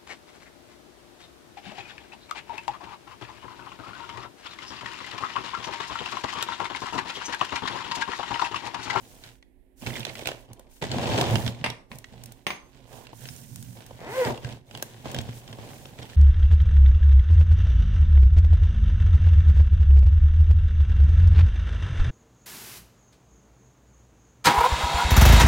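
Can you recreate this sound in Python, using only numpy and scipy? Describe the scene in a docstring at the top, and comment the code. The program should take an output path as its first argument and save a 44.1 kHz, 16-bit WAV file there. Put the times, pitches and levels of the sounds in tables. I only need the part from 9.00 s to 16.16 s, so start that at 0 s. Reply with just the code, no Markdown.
"""In a quiet room with a faint hum, sleeves brush past and hands shove a fabric pencil case on a table.
Friction makes the cloth scrape and the table boom, while pens clack inside and the zip's tab ticks.
Near 2 s the pouch is dragged along; then a few hard knocks set a small metal part ringing.
At 5 s the zip is pulled, its ticking teeth swell into a clear tone, and the hands dig among the pens.
All of it is heard from close by, at a microphone standing on the table."""
import sys
import numpy as np
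from scipy import signal
from scipy.fft import rfft, irfft, next_fast_len
from scipy.io import wavfile
from scipy.ndimage import map_coordinates

SR = 44100
rng = np.random.default_rng(int(sys.argv[2]) if len(sys.argv) > 2 else 0)


def output_pcm(signal):
    """Save a mono or channel-first signal as 16-bit PCM at the path in sys.argv[1].

    Samples are clipped to [-1, 1] before scaling.
    """
    pcm = np.clip(np.atleast_2d(signal).T, -1, 1) * 32767
    wavfile.write(sys.argv[1], SR, np.round(pcm).astype(np.int16))


N = 315756
TIME = np.arange(N) / SR


def amp(db):
    """The decibel scale: amplitude grows tenfold every 20 dB."""
    return 10 ** (np.asarray(db) / 20)


def unit(x):
    """Normalisation to an rms of 1."""
    return x / np.sqrt(np.mean(x ** 2) + 1e-20)


def unit_energy(x):
    """Energy normalisation: both channels together hold the energy of 10 ms at an rms of 1."""
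    return x / np.sqrt(np.sum(x ** 2) / (SR / 100))


def power_sum(*gains):
    """Incoherent addition: unrelated sounds add in power."""
    return np.linalg.norm(gains, axis=0)


def along(points, hz):
    """Interpolation of (Hz, value) points on a logarithmic frequency axis."""
    freqs, values = np.transpose(points)
    return np.interp(np.log(hz + 1), np.log(freqs + 1), values)


def curves(rows):
    """Linear interpolation in time: one curve for each column after the first."""
    times, *columns = np.transpose(rows)
    return [np.interp(TIME, times, column) for column in columns]


def wobble(rate):
    """Smooth random modulation: a spline through `rate` random values a second."""
    knots = rng.standard_normal(int(N * rate / SR) + 4)
    return map_coordinates(knots, [np.arange(N) * rate / SR])


def filtered(x, response):
    """Linear filtering: the spectrum is multiplied by a frequency response."""
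    n = x.shape[-1]
    padded = 2 * next_fast_len(n // 2 + 2048)
    return irfft(rfft(x, padded) * response(np.fft.rfftfreq(padded, 1 / SR)), padded)[..., :n]


def colour(points):
    """Minimum phase: the causal response through (Hz, dB) points, falling away beyond the ends."""
    closed = [(points[0][0] / 2, -80), *points, (points[-1][0] * 2, -80)]
    def response(hz):
        cepstrum = irfft(np.log(amp(along(closed, hz))))
        half = len(cepstrum) // 2
        return np.exp(rfft(np.r_[cepstrum[0], 2 * cepstrum[1:half], np.zeros(half)]))
    return response


# Likeness of left and right. Each row: frequency in Hz, correlation.
COHERENCE = [(40, 0.21), (100, 0.74), (520, 0.85), (900, 0.56), (1500, 0), (16000, 0)]
def stereo(pair, response):
    """Partial coherence: two unrelated signals, filtered as mid and side, come out alike in the bass."""
    def mid_side(hz):
        angle = np.arccos(along(COHERENCE, hz)) / 2
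        return response(hz) * np.array([np.cos(angle), np.sin(angle)])
    mid, side = filtered(pair, mid_side)
    return np.array([mid + side, mid - side])


def pan(left_db):
    """Level difference gives direction: channel gains with the left ahead by left_db."""
    return amp(np.array([[.5], [-.5]]) * left_db)


def add(track, start, sound):
    """Superposition: a sound joins the track at a start in seconds."""
    part = track[:, round(start * SR):][:, :sound.shape[1]]
    part += sound[:, :part.shape[1]]


# Spectrum of the still room. Each row: frequency in Hz, relative level in dB.
AIR_SPECTRUM = [(24, 8.5), (34, 1.5), (48, 8), (70, -8), (150, -18.5), (270, -7.5), (420, -14.5),
                (600, -22), (850, -26), (1250, -42.5), (1900, -29.5), (6000, -51.5), (9300, -41.5),
                (11500, -40), (15500, -48)]
# Tones of an appliance. Each row: frequency in Hz, level in dB.
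HUM_TONES = [(111, -87.5), (210, -100), (264, -67.5), (366, -73.5)]
def background():
    """Ambient noise: still air, and an appliance's hum made unsteady by phase modulation."""
    air = amp(-62.5) * unit(stereo(rng.standard_normal((2, N)), colour(AIR_SPECTRUM)))
    hum = sum(amp(db) * np.sqrt(2) * np.sin(2 * np.pi * hz * TIME + 0.69 * wobble(5))
              for hz, db in HUM_TONES)
    return air * pan(-15.5) + hum


# Sleeves and hair brushing past. Each row: start and length in seconds, swish and table rumble in dB.
ARM_SWEEPS = [(-0.15, 0.55, -55, -59), (0.759, 0.31, -47, -60), (1.08, .2, -49.5, -55),
              (1.3, .17, -60, -59), (1.687, .14, -55, -65), (2.256, 0.27, -42, -55),
              (2.893, 0.1, -56.5, -62), (3.855, .23, -53, -57), (4.117, 0.38, -46.5, -46),
              (4.36, 0.5, -50.5, -43.5), (5.08, .26, -41.5, -55), (6.319, .1, -48, -59),
              (6.597, .34, -52, -53)]
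def arm_sweeps():
    """Sliding friction follows the motion: gains of swish and rumble rise and fall in one arch."""
    power = np.zeros((2, N))
    for start, length, *levels_db in ARM_SWEEPS:
        progress = np.clip((TIME - start) / length, 0, 1)
        arch = (4 * progress * (1 - progress)) ** 0.9
        power += np.outer(amp(levels_db), arch) ** 2
    return np.sqrt(power)


# The pouch held in the hands. Each row: start and end in seconds, rub in dB.
GRIPS = [(-0.1, 0.32, -57), (3.6, 3.88, -65), (2.92, 3.45, -61), (4.754, 5.57, -53.5), (5.687, 7.2, -52)]
def grips(fade_s=0.088):
    """Sustained friction: the gain of a soft rustle that lasts while the hands hold the pouch."""
    return sum(amp(db) * np.clip(np.minimum(TIME - start, end - TIME) / fade_s + .5, 0, 1)
               for start, end, db in GRIPS)


def friction(response, slips_per_s, spread_db, smooth_db, clump_db):
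    """Stick-slip friction: threads catch and let go in uneven clumps over a smooth hiss; rms 1."""
    slipping = rng.random(N) < slips_per_s / SR
    slips = slipping * amp(spread_db * np.minimum(rng.exponential(size=N), 3))
    grains = unit(signal.lfilter([1], [1, -.9], slips) * rng.standard_normal((2, N)))
    hiss = amp(smooth_db) * rng.standard_normal((2, N))
    clumps = amp(clump_db * wobble(130))
    return unit(stereo((grains + hiss) * clumps, response))


# Modes of the table top. Each row: frequency and bandwidth in Hz, gain in dB.
TABLE_MODES = [(63.4, 43, -13), (118.7, 19.3, 4.5), (241.6, 52.5, -5.5), (313, 150, -18.5)]
def table_top(hz, cutoff_hz=380):
    """Modal response: the table's low resonances add with alternating signs under a low-pass."""
    modes = sum((-1) ** k * amp(db) * 1j * hz * width / (centre ** 2 - hz ** 2 + 1j * hz * width)
                for k, (centre, width, db) in enumerate(TABLE_MODES))
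    return modes / (1 + (1j * hz / cutoff_hz) ** 2 + np.sqrt(2) * 1j * hz / cutoff_hz)


def pen_barrel(hz, t60):
    """Damped free vibration: a plastic pen rings in a close pair of modes and one higher one."""
    t = np.arange(SR // 30) / SR
    modes_hz = hz * np.array([1, 1.13, 1.7])[:, None, None]
    phase = rng.random((3, 1, 1)) + .4 * rng.random((3, 2, 1))
    partials = amp([0, -4, -9])[:, None, None] * np.sin(2 * np.pi * (modes_hz * t + phase))
    return unit_energy(partials.sum(axis=0) * amp(-60 * t / t60))


def pen_rattle(hits_per_s=170, spread_db=17.5, centre_hz=2506):
    """Random collisions: loose pens jostle, each at its own pitch and damped by the cloth; rms 1."""
    out = np.zeros((2, N))
    for when, size, pitch in rng.random((N * hits_per_s // SR, 3)):
        ring = pen_barrel(centre_hz * 2.4 ** (pitch - .5), t60=.022)
        add(out, when * N / SR, amp(spread_db * size) * ring)
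    return unit(out)


# The cloth's low, middle and high bands. Each row: frequency in Hz, relative level in dB.
RUB_SPECTRUM = [(120, -40), (230, -2.5), (310, 0.5), (470, 2), (620, 1.5), (800, 0), (1020, -4),
                (1300, -14.5), (2200, -38.5)]
SCRATCH_SPECTRUM = [(700, -10), (1200, -9), (1500, 1), (2100, -1.5), (3200, 0.5), (4300, -4), (5800, -8.5),
                    (8000, -11.5), (10000, -24.5), (12000, -30)]
SWISH_SPECTRUM = [(3500, -13), (5400, -4.5), (6300, -2.5), (8000, -4), (9700, -1.5), (11000, -10),
                  (13200, -3.5), (15500, -6)]
# How freely the pens rattle. Each row: time in seconds, share of the scratch's power from 0 to 1.
PEN_LOOSENESS = [(0.7, .1), (0.95, .65), (1.35, .55), (1.9, .17), (2.5, .22), (3.1, .05), (5.3, .05),
                 (5.7, .35), (6.2, .15), (6.8, .05), (7.1, .25)]
# Where the handling happens. Each row: time in seconds, left over right in dB.
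HANDLING_PAN = [(0, -2), (1.2, -6), (1.8, 0.5), (2.2, -0.5), (3.3, -4.5), (4, -7.5), (4.7, -6), (5.1, 0),
                (5.7, -2), (6.1, -0.5), (6.8, -2.5)]
def cloth():
    """Friction noise in four bands, amplitude-modulated by the movements of arms, hands and pouch."""
    shove_rub, shove_boom, shove_scratch = shoves()
    drag_rub, drag_boom, drag_scratch, drag_swish = drag()
    arm_swish, arm_boom = arm_sweeps()
    held = grips()
    boom = friction(table_top, slips_per_s=500, spread_db=0.5, smooth_db=-0.5, clump_db=1.5)
    rub = friction(colour(RUB_SPECTRUM), slips_per_s=500, spread_db=1, smooth_db=-1.5, clump_db=0.64)
    scratch = friction(colour(SCRATCH_SPECTRUM), slips_per_s=600, spread_db=7.5, smooth_db=3, clump_db=2)
    swish = friction(colour(SWISH_SPECTRUM), slips_per_s=1200, spread_db=9, smooth_db=6.5, clump_db=1)
    loose = np.clip(curves(PEN_LOOSENESS)[0], 0, 1)
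    scratch = np.sqrt(1 - loose) * scratch + np.sqrt(loose) * pen_rattle()
    boom *= power_sum(shove_boom, drag_boom, arm_boom, amp(1.5) * held)
    rub *= power_sum(shove_rub, drag_rub, amp(-11) * arm_swish, held)
    scratch *= power_sum(shove_scratch, drag_scratch, amp(-7) * arm_swish, amp(-0.5) * held)
    swish *= power_sum(amp(-15) * shove_scratch, drag_swish, arm_swish, amp(-5) * held)
    low = amp(-1.57) * boom * pan(-2.9) + amp(-3) * rub * pan(0.7)
    high = amp(-4) * (scratch + swish)
    return (low + high) * pan(curves(HANDLING_PAN)[0])


# Short shoves of the pouch. Each row: start and length in seconds, rub, table boom and scratch in dB.
SHOVES = [(0.229, 0.041, -54, -68, -47.5), (0.807, 0.073, -46, -48, -45), (0.854, .04, -34.5, -30, -35),
          (0.925, 0.084, -41, -39, -34), (1.054, 0.053, -41, -42.5, -40), (1.147, 0.083, -43.5, -47, -41.5),
          (1.252, 0.038, -32.5, -41.5, -32.5), (1.35, .1, -55, -62, -57), (1.47, .05, -50.5, -48, -60),
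          (1.55, .14, -56, -62, -64), (1.812, 0.014, -28.5, -26, -29.5), (1.91, .07, -38, -28, -43),
          (2.6, 0.12, -50, -43, -59), (2.898, 0.071, -50, -46.5, -65), (3.106, 0.21, -53, -47, -54),
          (3.727, 0.19, -59, -55.5, -58.5), (3.898, .11, -46, -51, -52), (4.03, 0.08, -55, -57, -54.5),
          (4.198, 0.062, -58.5, -53, -49), (4.748, 0.055, -49, -51, -53.5), (4.99, .24, -44, -44, -50),
          (5.245, 0.062, -26, -28.5, -36), (5.418, .11, -43, -37.5, -44), (5.725, 0.078, -47, -44, -49),
          (6.037, 0.11, -38.5, -37, -40), (6.137, 0.074, -41, -33, -43), (6.247, 0.046, -48, -37.5, -46.5),
          (6.477, 0.061, -45.5, -40, -52), (6.576, .16, -45, -41, -48), (6.978, 0.056, -45.5, -41, -45.5),
          (7.08, 0.06, -55, -51, -46.5)]
def shoves(attack_s=0.021, sag_db_per_s=14.5, release_db_per_s=225.5):
    """Transient friction: gains of rub, boom and scratch as each shove grips, eases off and stops."""
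    power = np.zeros((3, N))
    for start, length, *levels_db in SHOVES:
        age = np.maximum(TIME - start, 0)
        fall_db = sag_db_per_s * age + release_db_per_s * np.maximum(age - length, 0)
        envelope = np.minimum(age / attack_s, 1) * amp(-np.minimum(fall_db, 200))
        power += np.outer(amp(levels_db), envelope) ** 2
    return np.sqrt(power)


def contact(response, t60):
    """Impact excitation: an impulse and its short crunch of noise pass through a response."""
    t = np.arange(SR // 10) / SR
    crunch = rng.standard_normal((2, len(t))) * amp(-60 * t / t60)
    crunch[0, 0] += 3  # the impulse
    return unit_energy(stereo(crunch, response))


# Pens striking together. Each row: start in seconds, level in dB, pitch in Hz,
# knock through the cloth in dB, left over right in dB.
PEN_CLACKS = [(0.238, -42.5, 4000, -63, -5), (0.426, -52.5, 1950, -62, -1), (0.864, -32, 2280, -37, -4),
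              (0.87, -32, 2320, -33, -2), (0.966, -35, 2100, -41, -4), (1.051, -29, 3500, -41, -8),
              (1.067, -36, 2600, -34.5, -1), (1.094, -37.5, 2140, -52, -5), (1.154, -36.5, 2020, -46, -1),
              (1.192, -38.5, 2250, -49, -3), (1.257, -30, 2500, -39, -3), (1.272, -25, 2320, -38, -6),
              (1.288, -31, 2960, -29, -3), (1.316, -36, 2800, -31, 0), (1.825, -32, 1950, -27, -2),
              (1.84, -33, 1700, -33, -5), (1.916, -30, 4380, -32, 5), (2.212, -22, 3140, -25, -3),
              (2.356, -25, 2800, -24, -9.5), (2.464, -30.5, 3410, -40, -4), (2.478, -30.5, 3170, -43, -8.5),
              (2.701, -32, 3300, -36, -11.5), (3.043, -40, 1930, -56, -4), (4.069, -45, 2760, -56, -5),
              (4.255, -40, 2660, -45.5, 3), (4.288, -37.5, 5220, -61, 2), (5.249, -33.5, 4600, -34, 3),
              (5.376, -42.5, 2794, -43, -3), (5.447, -36, 1600, -46, 0), (5.711, -45, 2870, -49, -6),
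              (5.75, -36.5, 2900, -38.5, -4), (5.774, -40.5, 2770, -45, -1), (5.825, -33, 1600, -29.5, -3),
              (6.146, -30.5, 3190, -31, -2), (6.164, -39, 3270, -48, 1), (6.187, -30, 3280, -39, 2),
              (6.478, -44, 3100, -48, -1), (6.528, -41.5, 3150, -58, -4), (6.855, -42.5, 3220, -42, 1),
              (7.029, -40.5, 3210, -55, -4)]
def pen_clacks(ring_share=.45, edge_db_per_db=.25):
    """Harder impacts are brighter: each clack crunches, rings a pen and knocks through the cloth."""
    out = np.zeros((2, N))
    rub, scratch, swish = colour(RUB_SPECTRUM), colour(SCRATCH_SPECTRUM), colour(SWISH_SPECTRUM)
    for start, db, hz, knock_db, left_db in PEN_CLACKS:
        edge = contact(lambda f: swish(f) / (1 + (f / 11000) ** 4), t60=0.012)
        edge *= amp(edge_db_per_db * db - 9)
        crunch = np.sqrt(1 - ring_share) * contact(scratch, t60=0.02)
        knock = amp(knock_db - 2) * contact(rub, t60=0.023)
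        ring = np.sqrt(ring_share) * pen_barrel(hz, t60=0.034)
        add(out, start, (amp(db) * (crunch + edge) + knock) * pan(left_db))
        add(out, start, amp(db) * ring * pan(left_db))
    return out


# The pouch bumping the table. Each row: start in seconds, knock and table thud in dB.
POUCH_BUMPS = [(0.822, -45, -29), (1.223, -36, -49), (1.595, -44.5, -57), (2.212, -27, -19),
               (2.356, -47, -24), (2.463, -42, -18.5), (4.13, -37, -40), (4.908, -37.5, -48),
               (5.376, -37, -34), (5.445, -42, -20.5), (6.056, -28, -33), (6.186, -43, -26),
               (6.288, -38, -23), (6.586, -36.5, -32), (6.991, -40, -44)]
def pouch_bumps():
    """Cushioned impact: the padded pouch lands with a dull knock, a faint scuff and a table thud."""
    out = np.zeros((2, N))
    for start, knock_db, thud_db in POUCH_BUMPS:
        knock = contact(colour(RUB_SPECTRUM), t60=0.027)
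        scuff = amp(-14.5) * contact(colour(SCRATCH_SPECTRUM), t60=0.047)
        thud = contact(table_top, t60=0.014)
        add(out, start, amp(knock_db - 1.5) * (knock + scuff) + amp(thud_db - 4) * thud)
    return out * pan(-2.5)


# Flicks of the zip's metal tab. Each row: start in seconds, level in dB.
TAB_TICKS = [(0.995, -42), (1.052, -43), (1.273, -34), (1.532, -46.5), (1.595, -50), (2.2, -44),
             (2.213, -34), (2.308, -41), (2.702, -45), (2.956, -50), (2.986, -42.5), (3.237, -41.5),
             (3.259, -43), (3.321, -45), (4.559, -39), (4.626, -43), (4.864, -47), (5.774, -46),
             (5.825, -28), (6.115, -41.5), (6.146, -41), (6.187, -48), (6.214, -44)]
def zip_tab():
    """Light, hard impact: the loose tab strikes its slider with a tiny bright tick."""
    out = np.zeros((2, N))
    for start, db in TAB_TICKS:
        tick = contact(colour(SWISH_SPECTRUM), t60=0.019)
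        slider = amp(-9) * contact(colour(SCRATCH_SPECTRUM), t60=0.015)
        add(out, start, amp(db) * (tick + slider))
    return out * pan(-1.5)


# The long drag across the table. Each row: time in seconds, rub and table boom in dB.
DRAG_LEVELS = [(1.87, -56.5, -43), (1.918, -35.5, -33), (2.218, -24, -29.5), (2.246, -28.5, -33.5),
               (2.344, -32, -24), (2.434, -40.5, -40), (2.474, -37.5, -29), (2.532, -48.5, -45),
               (2.62, -53, -41.5)]
def drag(fade_s=0.033, treble_db_per_db=0.84):
    """Sliding friction: gains of rub, boom, scratch and swish; a harder rub scratches more."""
    rub_db, boom_db = curves(DRAG_LEVELS)
    treble_db = treble_db_per_db * rub_db
    gains = amp([rub_db + 2.5, boom_db + 3.5, treble_db - 6.5, treble_db - 22.5])
    outside_s = np.abs(TIME - np.clip(TIME, DRAG_LEVELS[0][0], DRAG_LEVELS[-1][0]))
    return gains * np.maximum(1 - outside_s / fade_s, 0)


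# Spectrum of a blow on the table. Each row: frequency in Hz, relative level in dB.
KNOCK_SPECTRUM = [(40, -13.5), (120, -7), (230, 2.5), (310, -3.5), (470, -2.5), (800, 2.5), (1050, 1.5),
                  (1350, -6), (2100, 4.5), (3300, -4), (4800, -10), (7000, -22.5), (9500, -18.5),
                  (12000, -36.5), (16000, -29)]
# Modes of the small metal part. Each row: frequency in Hz, relative level in dB, t60 in seconds.
METAL_MODES = [(6298, -4, .38), (8586, -14, .23), (9916, -3, .26), (15050, -3, .16)]
# Hard blows. Each row: start in seconds, then level, metal ring and its lowest mode's offset in dB.
HARD_KNOCKS = [(2.6412, -21, -63, -12), (2.6442, -27, -56, -14), (2.6615, -25, -60, -18.5),
               (2.916, -37.5, -59, -13), (3.467, -21.7, -41, 2), (3.5042, -26.5, -56, 11.5)]
def hard_knocks():
    """Impulse response: each blow sounds the table and leaves a small metal part ringing in its modes."""
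    out, t = np.zeros((2, N)), np.arange(SR // 2) / SR
    board = colour(KNOCK_SPECTRUM)
    for start, db, ring_db, lowest_db in HARD_KNOCKS:
        add(out, start, amp(db) * contact(board, t60=0.029))
        add(out, start, amp(db - 3) * contact(board, t60=0.11))  # the board's after-ring
        for k, (hz, mode_db, t60) in enumerate(METAL_MODES):
            phase = rng.random() + .3 * rng.random((2, 1))
            waver = .12 * wobble(60)[:len(t)]
            envelope = amp(ring_db + mode_db + lowest_db * (k == 0) - 60 * t / t60)
            add(out, start, envelope * np.sin(2 * np.pi * (hz * t + phase + waver)))
    return out * pan(-0.68)


# The pull of the zip. Each row: time in seconds, speed in teeth per second, level in dB.
ZIP_PULL = [(4.99, 138, -47), (5.04, 225, -46), (5.07, 322, -41), (5.11, 430, -41.5), (5.15, 522, -38.5),
            (5.2, 518, -36), (5.25, 470, -34), (5.28, 390, -32), (5.305, 170, -43), (5.33, 158, -70)]
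# Spectrum of the teeth. Each row: frequency in Hz, relative level in dB.
TEETH_SPECTRUM = [(150, -5.5), (450, 7.5), (950, 3.5), (1300, -5), (2000, -0.5), (3200, -18), (6000, -31),
                  (15000, -36)]
# The tone that swells as the teeth hit a resonance near 500 Hz. Each row: time in seconds, level in dB.
ZIP_TONE = [(5.1, -62), (5.155, -36), (5.183, -22.5), (5.222, -19), (5.237, -24), (5.25, -38), (5.28, -55)]
def zipper():
    """Resonance: each tooth ticks, and as the tooth rate nears 500 Hz a clear tone swells at that rate."""
    speed, level_db = curves(ZIP_PULL)
    teeth_passed = np.cumsum(speed * (1 + .014 * wobble(120))) / SR
    jitter = np.interp(speed, [250, 500], [.055, .027]) * wobble(450)  # a slow slider catches unevenly
    position = np.maximum.accumulate(teeth_passed + jitter)
    ticks = np.diff(np.floor(position), prepend=0) * amp(2.4 * rng.standard_normal(N))
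    scrape = unit(rng.standard_normal((2, N)) * np.exp(-4 * (position % 1)))
    rasp = unit(filtered(unit(ticks) + .5 * scrape, colour(TEETH_SPECTRUM)))
    fast_scrape = amp(-7) * (speed / speed.max()) ** 2 * unit(stereo(scrape, colour(SCRATCH_SPECTRUM)))
    tone = amp(curves(ZIP_TONE)[0]) * np.sqrt(2) * np.sin(2 * np.pi * teeth_passed)
    pulling = (TIME > ZIP_PULL[0][0]) & (TIME < ZIP_PULL[-1][0])
    return (amp(level_db) * (rasp + fast_scrape) + tone) * pulling


# Reverberation time of the room. Each row: frequency in Hz, t60 in seconds.
ROOM_T60 = [(150, 0.57), (1000, 0.41), (3000, 0.29), (8000, 0.38), (16000, 0.24)]
def room(x):
    """Diffuse reverberation: the walls answer with a noise tail, each frequency dying at its own rate."""
    hz, t, spectrum = signal.stft(rng.standard_normal((2, SR // 2)), SR, nperseg=256)
    decay = amp(-60 * t / along(ROOM_T60, hz)[:, None])
    tail = signal.istft(spectrum * decay, SR, nperseg=256)[1]
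    tail = np.pad(stereo(tail, np.ones_like), ((0, 0), (SR // 200, 0)))  # arrives 5 ms late
    return signal.fftconvolve(x, tail / np.linalg.norm(tail[0]), axes=1)[:, :N]


def scene():
    """Direct and reverberant sound add: the handling is close, and the hard knocks wake the room most."""
    handling = cloth() + pen_clacks() + pouch_bumps() + zip_tab() + zipper()
    knocks = hard_knocks()
    reverberation = room(amp(-14) * handling + amp(-7.5) * knocks)
    return handling + knocks + reverberation + background()


def record(dry):
    """Time difference and band limit: sound reaches the right port first, and the top treble is cut."""
    delay_s, top_hz = np.array([[.00013], [0]]), 16000
    return filtered(dry, lambda hz: np.exp(-2j * np.pi * hz * delay_s) / (1 + (hz / top_hz) ** 120))


dry = scene()
out = record(dry)
output_pcm(out)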